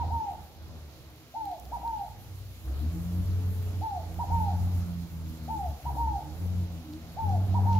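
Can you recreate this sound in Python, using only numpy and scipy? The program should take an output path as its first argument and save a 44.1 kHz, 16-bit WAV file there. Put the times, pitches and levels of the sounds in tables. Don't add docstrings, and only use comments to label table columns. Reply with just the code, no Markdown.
import sys
import numpy as np
from scipy import signal
from scipy.fft import rfft, irfft, next_fast_len
from scipy.io import wavfile
from scipy.ndimage import uniform_filter1d

SR = 44100
rng = np.random.default_rng(int(sys.argv[2]) if len(sys.argv) > 2 else 0)


def rack_gain(trim_db):
    fader = np.asarray(trim_db, float)
    return 10 ** (fader / 20)


def file_out(sig):
    cols = np.atleast_2d(sig).T
    lim = np.clip(cols, -1, 1)
    pcm = np.round(lim * 32767).astype(np.int16)
    wavfile.write(sys.argv[1], SR, pcm)


N = 343539
T = np.arange(N) / SR
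M = next_fast_len(N)
F = np.maximum(np.arange(M // 2 + 1) * SR / M, 1)

FIRST = dict(lead_s=.011, attack_s=.018, hold_s=.19, top_hz=975, scoop_hz=255, scoop_s=.013,
             sag_hz=293, bend=1.01, release_db_s=480)
SHORT = dict(lead_s=.009, attack_s=.005, hold_s=.048, top_hz=994, scoop_hz=139.7, scoop_s=.0068,
             sag_hz=267, bend=2.97, release_db_s=1900)
LONG = dict(lead_s=.008, attack_s=.014, hold_s=.2, top_hz=953.3, scoop_hz=290.4, scoop_s=.0095,
            sag_hz=179.7, bend=1.6, release_db_s=330)
PEAK_DB, DB_PER_HZ, SLACK_HZ_S = 1.1, .035, 1400
# [t/s, stretch/1, pitch factor/1, level/dB]
FIRST_COOS = [
    (1.344, 1.044, 1.006, -32.5),
    (3.815, 0.942, 0.991, -32.1),
    (5.483, 1.015, 1.0, -32.0),
    (7.17, 1.032, 1.002, -31.4),
]
# [t/s, stretch/1, pitch factor/1, level/dB]
SHORT_COOS = [
    (-0.008, 1.041, 0.988, -29.4),
    (1.724, 1.018, 0.995, -31.1),
    (4.194, 1.01, 0.996, -29.1),
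    (5.858, 1.0, 1.004, -31.0),
    (7.546, 0.997, 1.003, -28.7),
]
# [t/s, stretch/1, pitch factor/1, level/dB]
LONG_COOS = [
    (0.103, 0.976, 0.996, -30.4),
    (1.831, 0.969, 0.996, -31.3),
    (4.301, 0.963, 0.998, -29.1),
    (5.965, 1.007, 1.002, -29.6),
    (7.653, 1.03, 0.997, -29.1),
]
# [f/Hz, t60/s, left gain/1, right gain/1], negative = inverted
YARD_MODES = [(614, 0.17, 0.89, 1.23), (668, 0.14, 0.47, 1.05), (662, 0.37, 0.89, 1.41),
              (685, 0.53, -0.91, -0.34), (708, 0.64, 0.06, -0.49), (729, 0.12, 0.75, 1.33),
              (738, 0.29, 1.23, 0.88), (744, 0.42, 0.41, 1.57), (767, 0.44, 0.83, 0.23),
              (803, 0.2, 0.55, 1.63), (807, 0.28, 1.48, 0.89), (814, 0.45, 0.49, -0.17),
              (851, 0.38, -1.03, -0.67), (873, 0.11, 0.92, -0.97), (889, 0.56, 0.68, 0.69),
              (899, 0.19, 0.69, 0.43), (930, 0.54, 0.71, 0.33), (943, 0.12, 0.6, 0.32),
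              (955, 0.16, 0.6, 0.76), (981, 0.28, -0.63, -0.02)]
TAIL_DB, TAIL_T60_S, TAIL_DELAY_S, TAIL_ALIKE = -9, .58, .05, .65
TURN_HZ, TURN_WIDTH_HZ, TURN_RAD = 845, 18, 1.05

# [t/s, f/Hz]
LOW_TONE_PITCH = [(0, 81.5), (.8, 75.96), (1.7, 63.52), (2.62, 59.04), (2.92, 84), (3.3, 92), (3.8, 91.3),
                  (4.0, 84.1), (4.7, 90.37), (5.5, 78), (5.92, 67.9), (6.2, 67), (6.44, 89.6), (6.64, 89.9),
                  (6.8, 82.5), (7.05, 82.5), (7.35, 95.5), (7.79, 96.3)]
# [t/s, length/s, fundamental level/dB, octave level/dB]
LOW_TONE_SWELLS = [(-.05, .235, -31, -56), (.2, .28, -48.5, -60.5), (.57, .3, -45.5, -64), (.87, .3, -55, -68),
                   (1.436, .1, -55, -54.5), (1.612, .4, -45.5, -63), (2.056, .55, -50.5, -55.5),
                   (2.662, .12, -32, -56), (2.778, .13, -30.5, -46), (2.92, 0.22, -35, -37),
                   (3.12, .13, -29.5, -35.5), (3.239, .3, -29, -46), (3.54, .29, -31.5, -53),
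                   (3.902, 0.27, -40, -51), (4.15, .1, -34, -45), (4.29, .17, -28.5, -39),
                   (4.45, .4, -26.5, -40), (4.85, .22, -38, -38.5), (5.11, .26, -38.5, -43.5),
                   (5.4, 0.22, -39.5, -46.5), (5.62, .13, -35, -51), (5.85, .33, -32.5, -43),
                   (6.22, 0.18, -42, -47.5), (6.402, 0.26, -29.5, -39), (6.68, .13, -39, -43),
                   (6.85, 0.39, -46.5, -52.5), (7.23, .24, -25.5, -41), (7.49, .5, -22.5, -37.5)]
RISE_S, FALL_DB_S, ARCH_DB, LULL_DB = 0.051, 400, 1.9, -64
THIRD_HZ, THIRD_WIDTH_HZ, THIRD_LIFT_DB = 236, 12, 19
# [f/Hz, level/dB per Hz]
RUMBLE_SPECTRUM = [(22, -24), (35, -6), (50, 2), (72, 0), (110, -2.5), (150, -6.5), (200, -11),
                   (280, -13.5), (360, -24.5), (420, -69)]

# [f/Hz, level/dB per Hz]
LEAF_SPECTRUM = [(260, -19), (350, -4), (700, -6), (1030, -12.5), (1300, -13), (1800, -17.5), (3600, -17.5),
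                 (4150, -16), (4700, -18.5), (7200, -23.5), (8100, -32.5), (9500, -25.5), (12700, -19.5),
                 (15740, -25)]
# [t/s, level/dB, brightness/dB]
LEAF_STIR = [(0, -66, -2.5), (.35, -67.5, -3), (1.28, -68.5, -3.5), (1.76, -67, -1), (2.25, -68, -1),
             (2.62, -68, 1), (2.72, -64.8, -.6), (3.1, -65.5, .4), (3.62, -65.5, 1.5), (3.97, -65.5, -1),
             (4.42, -64, 0), (4.79, -65, 0.5), (5.1, -66.5, 0), (6.2, -66, -0.8), (6.9, -66.5, -2.5),
             (7.4, -65, -2.5), (7.79, -64, -2.5)]
# [f/Hz, left minus right/dB]
PORT_BALANCE = [(60, -7), (135, 0.5), (200, -0.5), (310, -3), (700, 0), (2400, -2.5), (4400, -2.5),
                (7800, -12), (8800, 5), (11500, 3), (15000, -2.5)]
# [f/Hz, power share/1]
PORT_SHARE = [(40, 0.6), (130, 0.78), (300, 0.76), (700, 0.92), (1500, 0.43), (3000, 0.31), (6000, 0.043),
              (15000, .01)]
PORT_LAG = 5.46

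# [t/s, peak level/dB, centre f/Hz, bright snap/dB, left minus right/dB]
TWIG_TICKS = [(0.961, -50, 4440, -12, -2), (1.4544, -44.5, 4235, -8, -8.5), (1.515, -42.5, 4124, -13, -1.0),
              (1.5978, -42, 5940, -7, -11), (1.6531, -43, 5020, -11, -9), (1.6624, -49, 3830, -13, -3),
              (1.877, -40, 4065, -11, -2.5), (2.6559, -44, 5350, -12, -1.5), (2.7926, -44, 3960, -10, -1.5),
              (3.6267, -42, 2830, -8, -1.5), (3.8093, -43, 2900, -11, -1.5), (4.143, -41, 3220, -11, -1.0),
              (5.3933, -47, 4100, -12, 1), (6.9355, -38, 4180, -20, -2.0), (7.2919, -40.5, 5540, -21, -5),
              (7.7278, -45, 2760, -19, -6.5)]
# [t/s, length/s, level/dB, centre f/Hz]
LEAF_RUSTLES = [
    (6.93, .025, -60, 4800),
    (7.727, .04, -52.5, 3800),
    (7.75, .045, -53, 3200),
    (3.3, .1, -69, 2300),
    (2.68, .18, -52, 800),
]

HUM_HZ = 312.3
# [t/s, length/s, level/dB]
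HUM_BURSTS = [(1.358, .14, -56.5), (2.66, .09, -46.5), (2.81, .08, -49.5), (2.94, .07, -46),
              (3.102, 0.26, -52), (3.78, .09, -55), (4.07, .3, -60), (5.15, .24, -56.5),
              (5.54, 0.085, -49.5), (5.85, .3, -55), (6.218, .12, -48.5), (6.6, .2, -55.5),
              (6.85, .13, -44.5), (7.27, 0.53, -54)]
# [t/s, f/Hz, level/dB]
PASSING_TONES = [
    [(2.05, 88.3, -67), (2.116, 95.1, -55), (2.182, 99.5, -54), (2.378, 96.24, -41), (2.64, 90.3, -49),
     (2.7, 91.6, -51)],
    [(3.2, 415.3, -68), (3.254, 423.1, -59), (3.498, 431, -56.5), (3.75, 422.8, -56.5), (3.85, 420, -81)],
    [(2.85, 64.7, -50), (2.932, 65, -41), (3.03, 59.3, -45), (3.752, 60, -55), (4.058, 57, -49),
     (4.4, 57.3, -42)],
    [(6.7, 250, -58), (6.77, 246, -52), (7.05, 238, -56), (7.15, 240, -60)],
    [(1.15, 245, -70), (1.3, 250, -63), (1.4, 250, -67)],
]


def on_log(points):
    hz, value = np.transpose(points)
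    return np.interp(np.log(F), np.log(hz), value)


def walk(rate):
    held = np.repeat(rng.standard_normal(int(T[-1] * rate) + 2), 8)
    slewed = uniform_filter1d(uniform_filter1d(held, size=8), size=8)
    return 1.3 * np.interp(T, np.arange(len(held)) / 8 / rate, slewed)


def coo(notes, lead_s, attack_s, hold_s, top_hz, scoop_hz, scoop_s, sag_hz, bend, release_db_s):
    out = np.zeros(N)
    for start_s, stretch, factor, level_db in notes:
        u = np.arange(-lead_s, hold_s + 40 / release_db_s, 1 / SR / stretch)
        late = np.maximum(u - hold_s, 0)
        scoop = scoop_hz * np.exp(-u / scoop_s)
        sag = sag_hz * (np.maximum(u, 0) / hold_s) ** bend
        hz = top_hz - scoop - sag - SLACK_HZ_S * late
        db = level_db + PEAK_DB - DB_PER_HZ * (hz.max() - hz) - release_db_s * late
        phase = 2 * np.pi * np.cumsum(factor * hz) / SR
        attack = np.clip((u + lead_s) / attack_s, 0, 1)
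        note = rack_gain(db) * attack * (np.sin(phase) + rack_gain(-43.5) * np.sin(2 * phase))
        at = int((start_s - lead_s * stretch) * SR) + np.arange(len(u))
        heard = (at >= 0) & (at < N)
        out[at[heard]] += note[heard]
    return out


def yard_reply():
    t = T[:SR // 2]
    reply = np.zeros((2, len(t)))
    for hz, t60_s, *gain in YARD_MODES:
        fade = np.log(1000) / t60_s
        ring = 2 * fade / SR * np.exp(-fade * t) * np.sin(2 * np.pi * hz * t)
        reply += np.array(gain)[:, None] * ring
    both, *own = rng.standard_normal((3, len(t)))
    scatter = np.sqrt(TAIL_ALIKE) * both + np.sqrt(1 - TAIL_ALIKE) * np.array(own)
    scatter *= np.exp(-np.log(1000) * t / TAIL_T60_S)
    scatter *= 1 - np.exp(-(t / TAIL_DELAY_S) ** 2)
    return reply + rack_gain(TAIL_DB) * scatter / np.sqrt(np.sum(scatter ** 2) / 2)


def dove():
    dry = coo(FIRST_COOS, **FIRST) + coo(SHORT_COOS, **SHORT) + coo(LONG_COOS, **LONG)
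    lagged = np.interp(np.arange(N) - 5.6, np.arange(N), dry)
    direct = np.array([dry, .85 * lagged])
    left, right = direct + signal.oaconvolve(dry[None], yard_reply(), axes=1)[:, :N]
    behind = np.exp(-.5j * TURN_RAD * (1 + np.tanh((F - TURN_HZ) / TURN_WIDTH_HZ / 2)))
    return np.array([irfft(rfft(left, M) * behind, M)[:N], right])


def swell(starts_s, lengths_s, levels_db):
    size = rack_gain(LULL_DB) + 0 * T
    for s, length, db in zip(starts_s, lengths_s, levels_db):
        on = slice(max(int((s - RISE_S) * SR), 0), int((s + length + 50 / FALL_DB_S) * SR))
        u = T[on] - s
        arch_db = ARCH_DB * (.33 - np.minimum(2 * u / length - 1, 1) ** 2)
        fall_db = FALL_DB_S * np.maximum(u - length + 0.013, 0)
        burst = rack_gain(db + arch_db - fall_db) * np.clip(u / RISE_S + 0.61, 0, 1)
        size[on] = np.maximum(size[on], burst)
    return 20 * np.log10(size)


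def tone(hz, db, drift, flutter_db, rate, rough):
    phase = 2 * np.pi * np.cumsum(hz) / SR + drift * walk(rate)
    size = rack_gain(db + flutter_db * walk(rate)) * np.sqrt(2)
    phase = np.array([phase, phase - 2 * np.pi * hz * PORT_LAG / SR])
    rasp, twist = rough * walk(45), rough * walk(45)
    own = .17 * np.array([walk(rate) for _ in range(2)])
    in_phase = (1 + rasp + own) * np.sin(phase)
    quadrature = (twist + own[::-1] * [[1], [-1]]) * np.cos(phase)
    return size * (in_phase + quadrature)


def breeze(shape, db_of, swell_db, flicker_db, flicker_rate):
    both, left, right = rfft(rng.standard_normal((3, M)))
    share = np.clip(on_log(PORT_SHARE), 0, 1)
    late = np.exp(-2j * np.pi * F * PORT_LAG / SR)
    common = both * np.array([late ** 0, late])
    pair = np.sqrt(share) * common + np.sqrt(1 - share) * np.array([left, right])
    low_hz, high_hz = shape[0][0], shape[-1][0]
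    pair = pair * rack_gain(on_log(shape) + on_log(PORT_BALANCE) * np.array([[.5], [-.5]]))
    pair = pair * (F >= low_hz) * (F <= high_hz)
    out, common_swell = 0, walk(15)
    for hz in low_hz * 2 ** np.arange(0, np.log2(high_hz / low_hz) + .5, .5):
        band = irfft(pair * np.clip(1 - 2 * abs(np.log2(F / hz)), 0, 1), M)[:, :N]
        out = out + band * rack_gain(db_of(hz) + swell_db * common_swell + flicker_db * walk(flicker_rate))
    return out


def low_rumble():
    hz = np.interp(T, *np.transpose(LOW_TONE_PITCH))
    s, length, *levels_db = np.transpose(LOW_TONE_SWELLS)
    first_db, second_db = (swell(s, length, db) for db in levels_db)
    lift_db = THIRD_LIFT_DB * np.exp(-((3 * hz - THIRD_HZ) / THIRD_WIDTH_HZ) ** 2)
    third_db = second_db - 21.0 + lift_db + 3.1 * walk(9)
    lines = 0
    for k, db in enumerate([first_db, second_db, third_db], 1):
        lines = lines + tone(k * hz, db - .5, drift=.08 * k, flutter_db=0.56, rate=14, rough=0.1)
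    eddies_db = 0.51 * uniform_filter1d(first_db, size=5000) - 1.15
    turbulence_db = .6 * uniform_filter1d(first_db, size=9000) - 6.5 + 1.8 * walk(7)

    def db_of(hz):
        return turbulence_db if hz < 55 else eddies_db
    return lines + breeze(RUMBLE_SPECTRUM, db_of, swell_db=0.5, flicker_db=0.9, flicker_rate=8)


def leaves():
    s, *columns = np.transpose(LEAF_STIR)
    db, top_db = (np.interp(T, s, c) for c in columns)
    push_db = uniform_filter1d(swell(*np.transpose(LOW_TONE_SWELLS)[:3]), size=6000)
    push_db = push_db - push_db.mean()
    puffs = walk(26)

    def db_of(hz):
        if hz > 7800:
            lean_db = top_db + 1.5 + 1.3 * puffs
        elif hz < 750:
            lean_db = .23 * push_db - .9 * (top_db + 1.9)
        elif hz < 1800:
            lean_db = .12 * push_db - .3 * (top_db + 1.2)
        else:
            lean_db = 0
        return db + 33 + lean_db
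    return breeze(LEAF_SPECTRUM, db_of, swell_db=0.22, flicker_db=1.17, flicker_rate=20) * rack_gain(-1.0)


def twigs():
    out = np.zeros((2, N + 256))
    t = T[:256]

    def add(s, db, hz, snap_db, pan_db):
        snap = np.diff(rng.standard_normal(258), 2) * np.exp(-t / 0.00094) / 3
        ring = np.exp(-t / 0.00047) * np.sin(2 * np.pi * hz * t)
        tick = rack_gain(db) * (ring + rack_gain(snap_db) * snap)
        out[:, int(s * SR):int(s * SR) + 256] += tick * rack_gain(np.array([[pan_db], [-pan_db]]) / 2)
    for s, db, hz, snap_db, pan_db in TWIG_TICKS:
        add(s + .0008, db - 1, hz, snap_db + 11, pan_db)
    for s, length, db, hz in LEAF_RUSTLES:
        for when, size, pitch, side in rng.random((150, 4)):
            tick_s = min(s + 2 * length * when ** 1.7, T[-1])
            tick_db = db - 4 * np.log(size + .08) - 14 * when
            add(tick_s, tick_db, hz * 2 ** (1.6 * pitch - .8), -14, 12 * side - 6)
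    for when, size, pitch, side in rng.random((400, 4)):
        add(when * T[-1], -62 - 3.2 * np.log(size + .03), 9000 + 6000 * pitch, 0, 16 * side - 8)
    return out[:, :N]


def passing(table, **unsteady):
    s, hz, db = np.transpose(table)
    inside = 1. * ((T >= s[0]) & (T <= s[-1]))
    inside = uniform_filter1d(inside, size=3000, mode="nearest")
    return inside * tone(np.interp(T, s, hz), np.interp(T, s, db), **unsteady)


def hum_and_tones():
    hum_db = swell(*np.transpose(HUM_BURSTS)) - 3
    out = tone(HUM_HZ + 0 * T, hum_db, drift=2.4, flutter_db=3.0, rate=14, rough=0.53)
    for table in PASSING_TONES:
        out = out + passing(table, drift=0.41, flutter_db=-0.2, rate=18, rough=0.17)
    return out


def scene():
    return dove() + low_rumble() + leaves() + twigs() + hum_and_tones()


def top_cut(x):
    return signal.sosfilt(signal.butter(12, 15820, fs=SR, output="sos"), x)


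def record(dry):
    return top_cut(dry)


dry = scene()
out = record(dry)
file_out(out)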